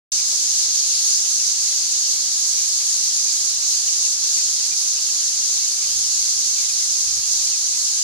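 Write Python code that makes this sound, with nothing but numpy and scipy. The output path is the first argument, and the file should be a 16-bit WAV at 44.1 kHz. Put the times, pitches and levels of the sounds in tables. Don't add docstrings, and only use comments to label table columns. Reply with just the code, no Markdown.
import sys
import numpy as np
from scipy import signal
from scipy.fft import rfft, irfft
from scipy.io import wavfile
from scipy.ndimage import uniform_filter1d

SR = 44100
rng = np.random.default_rng(int(sys.argv[2]) if len(sys.argv) > 2 else 0)


def int16_out(signal):
    q = np.round(np.clip(np.atleast_2d(signal).T, -1, 1) * 32767)
    wavfile.write(sys.argv[1], SR, q.astype(np.int16))


N = 354211

# [t/s, level/dB, left minus right/dB]
COLONY_DRIFT = [(0.2, -19, 0), (1.0, -17.5, -0.8), (2.0, -18.9, -0.9), (3.0, -18.5, -0.5),
                (3.8, -18.9, -1.5), (5.4, -19.5, -0.3), (6.3, -18.5, -1), (7.2, -19, -0.9),
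                (8.0, -19.5, -1.2)]
# [f/Hz, level/dB per Hz]
BEGGING_COLOUR = [(1060, -39), (1800, -31.5), (3250, -19), (4470, -4.5), (5610, -2.5), (6370, 2),
                  (6970, -1), (8290, -12.5), (10600, -18), (11900, -23.5), (13100, -32.5), (14800, -36.5),
                  (15800, -40)]
# [f/Hz, correlation from -1 to 1]
PORT_LIKENESS = [(50, 1), (140, 0.78), (550, 0.74), (1700, 0.73), (2250, 0.32), (2700, -0.031),
                 (4800, -0.0028), (6000, -0.35), (8500, -0.3), (9700, 0.041), (12000, -0.081),
                 (12700, -0.12), (13300, 0.16), (14500, .5)]
# [f/Hz, left minus right/dB]
PORT_LEAN = [(100, -0.5), (500, 0), (1150, -1.3), (1450, 0.5), (2300, -2.5), (3300, -1.9), (3800, 1),
             (5000, 2.5), (6300, -2.6), (7800, 0.7), (10000, -2), (13000, 0.5)]
# [f/Hz, level/dB per Hz]
AIR_COLOUR = [(18, -45), (30, -11), (97, -5), (195, -10.5), (350, -6.5), (892, -6.5), (1110, -4.5),
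              (1760, -6.5), (2400, -6.5), (3120, -3.5), (5280, -120)]
# [f/Hz, level/dB per Hz]
WIND_COLOUR = [(15, -33), (25, 7), (49, -0.5), (97, -0.5), (113, -0.5), (204, -19), (250, -14.5),
               (320, -48), (550, -120)]
# [t/s, length/s, start f/Hz, middle f/Hz, end f/Hz, level/dB,
# left minus right/dB, hoarseness from 0 to 1]
NEAR_CHIRPS = [(0.183, .025, 2580, 2470, 2300, -44, -8, 0.5), (2.563, 0.061, 2060, 2510, 2180, -45, -6, .8),
               (2.627, 0.031, 2150, 2390, 2520, -46, -6, .5),
               (3.873, 0.019, 3250, 2990, 2730, -35.5, -2, .9), (4.03, 0.049, 2970, 2730, 2440, -44, 6, .5),
               (4.708, 0.038, 2400, 2410, 2380, -44, -8, 0.9),
               (6.69, 0.024, 2550, 2500, 2360, -42, -8, 0.5), (7.49, .074, 3750, 2630, 2400, -42, -4, .1),
               (8.015, 0.014, 2900, 2950, 2950, -39, 5, 0.4)]
# [f/Hz, level/dB, time to fall 60 dB/s]
KNOCK_MODES = [(614, -36, 0.033), (1040, -41, 0.024)]
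# [t/s, length before the fall/s, level/dB, left minus right/dB]
WIND_PUFFS = [(3.386, 0.051, -60, 20), (3.46, 0.11, -63, 2), (5.83, 0.2, -58.5, 23), (6.0, .4, -63, -2),
              (6.34, .05, -64, 10), (6.85, .04, -62, -8), (7.02, 0.094, -60, 24), (7.08, .1, -53, -10),
              (7.156, 0.072, -54.5, 20), (7.24, 0.064, -63, -8), (7.35, 0.092, -56, 5)]

START_S, EDGE_HZ = 0.1188, 15790
SWELL_DB, TREBLE_SWELL_DB, SWELL_S = 0.5, 0.6, 0.066
AIR_DB, BREEZE_DB = -49, -77
PUFF_RISE_S, PUFF_FALL_S = 0.02, 0.028
WHINE_HZ, WHINE_DB = 1154.3, -67.5
FAR_CHIRPS, FAR_DB = 160, -54.5
KNOCK_S, KNOCK_PAN_DB = 0.326, -4


def amp(db):
    return 10 ** (np.asarray(db) / 20)


def evened(x):
    return x / np.sqrt(np.mean(x ** 2) + 1e-20)


def read(points, hz):
    f, value = np.transpose(points)
    return np.interp(np.log(hz + 1), np.log(f + 1), value)


def sides(pan_db):
    return amp([pan_db / 2, -pan_db / 2])


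def add(mix, s, sound):
    part = mix[:, round(s * SR):][:, :sound.shape[1]]
    part += sound[:, :part.shape[1]]


def wander(count, width):
    width = max(round(width), 1)
    smooth = uniform_filter1d(rng.standard_normal(count), width)
    return evened(uniform_filter1d(smooth, width))


def grid(size):
    return np.arange(4 * N // size + 5) * size / 4 / SR, np.fft.rfftfreq(size, 1 / SR)


def hiss(gain, size):
    t, hz = grid(size)
    a, b, c, d = rng.standard_normal((len(t), len(hz), 4)).T
    shared = gain[0] * (a + 1j * b)
    apart = gain[1] * (c + 1j * d)
    same = np.clip(read(PORT_LIKENESS, hz), -1, 1)[:, None]
    right = same * shared + np.sqrt(1 - same ** 2) * apart
    spectra = np.array([shared, right]) * sides(read(PORT_LEAN, hz))[:, :, None]
    return evened(signal.istft(spectra, nperseg=size, noverlap=3 * size // 4)[1][:, :N])


def colony(calls_per_s=16000, call_s=0.02, width_hz=400, fall_hz=150, spread_db=3.0):
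    t, hz = grid(size=512)
    starts = rng.random((2, len(t), len(hz))) < calls_per_s * t[1] / len(hz)
    nearness = np.minimum(rng.exponential(1, starts.shape), 4)
    power = starts * amp(2 * spread_db * nearness)

    along, off = np.meshgrid(t[:80] / call_s, hz[1] * np.arange(-30, 31), indexing="ij")
    band = np.exp(-((off + fall_hz * (along - 0.5)) / width_hz) ** 2)
    call = along * np.exp(-2 * along) * band
    power = abs(signal.fftconvolve(power, call[None], axes=(1, 2)))
    power = power[:, :len(t), 30:30 + len(hz)].transpose(0, 2, 1)

    treble = np.clip(np.log2((hz[:, None] + 1) / 6500) / 0.25, 0, 1)
    treble_swell_db = treble * TREBLE_SWELL_DB * wander(len(t), SWELL_S / t[1])
    swell_db = SWELL_DB * wander(len(t), SWELL_S / t[1])
    colour_db = read(BEGGING_COLOUR, hz)[:, None] + treble_swell_db + swell_db

    din = hiss(np.sqrt(power) * amp(colour_db), size=512)
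    s, din_db, pan_db = np.transpose(COLONY_DRIFT)
    now = np.arange(N) / SR
    return din * amp(np.interp(now, s, din_db)) * sides(np.interp(now, s, pan_db))


def air():
    t, hz = grid(size=2048)
    colour = amp(read(AIR_COLOUR, hz))[:, None]
    return amp(AIR_DB) * hiss([colour] * 2, size=2048)


def wind():
    colour = amp(read(WIND_COLOUR, np.fft.rfftfreq(N, 1 / SR)))
    rumble = evened(irfft(rfft(rng.standard_normal((2, N))) * colour, N))
    force = np.full((2, N), amp(BREEZE_DB))
    now = np.arange(N) / SR
    for s, length, db, pan_db in WIND_PUFFS:
        rise = np.clip((now - s) / PUFF_RISE_S, 0, 1)
        fall = np.exp(-np.maximum(now - s - length, 0) / PUFF_FALL_S)
        force += amp(db) * sides(pan_db)[:, None] * rise * fall
    return force * rumble


def camera_whine():
    t = np.arange(N) / SR
    waver = 1 + 0.5 * wander(N, 6000)
    whine = amp(WHINE_DB) * waver * np.sin(2 * np.pi * WHINE_HZ * t)
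    return np.array([whine] * 2)


def chirp(length, start_hz, middle_hz, end_hz, db, pan_db, hoarse):
    u = np.linspace(0, 1, round(length * SR))
    glide = np.interp(u, [0, 0.5, 1], [start_hz, middle_hz, end_hz])
    hz = uniform_filter1d(glide, len(u) // 4)
    rough = evened(uniform_filter1d(rng.standard_normal((2, 5000)), 70))
    flutter = 1 + hoarse * rough[:, :len(u)]
    swell = np.sqrt(np.sin(np.pi * u) + 1e-9)
    whistle = swell * np.sin(2 * np.pi * np.cumsum(hz) / SR)
    return amp(db) * sides(pan_db)[:, None] * flutter * whistle


def adults():
    out = np.zeros((2, N))
    for s, *call in NEAR_CHIRPS:
        add(out, s, chirp(*call))
    for when, long, pitch, rise, fall, near, side in rng.random((FAR_CHIRPS, 7)):
        length = 0.0197 + 0.042 * long
        hz = 2100 + 1300 * pitch
        start_hz, end_hz = hz + 500 * (rise - 0.4), hz - 400 * fall
        db = FAR_DB + 6.3 * near + 6.0 * pitch
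        pan_db = 12 * (side - 0.5)
        add(out, when * N / SR, chirp(length, start_hz, hz, end_hz, db, pan_db, hoarse=0.67))
    return out


def camera_knock():
    out = np.zeros((2, N))
    t = np.arange(3000) / SR
    ringing = sum(amp(db - 60 * t / t60) * np.sin(2 * np.pi * hz * t) for hz, db, t60 in KNOCK_MODES)
    attack = 1 - np.exp(-t / 0.002)
    add(out, KNOCK_S, sides(KNOCK_PAN_DB)[:, None] * ringing * attack)
    return out


def scene():
    return colony() + air() + wind() + camera_whine() + adults() + camera_knock()


def record(dry):
    onset = np.clip((np.arange(N) / SR - START_S) / 0.0014, 0, 1)
    lowpass = signal.firwin(1535, EDGE_HZ, window=("kaiser", 9), fs=SR)
    return signal.oaconvolve(dry * onset, lowpass[None], "same")


dry = scene()
out = record(dry)
int16_out(out)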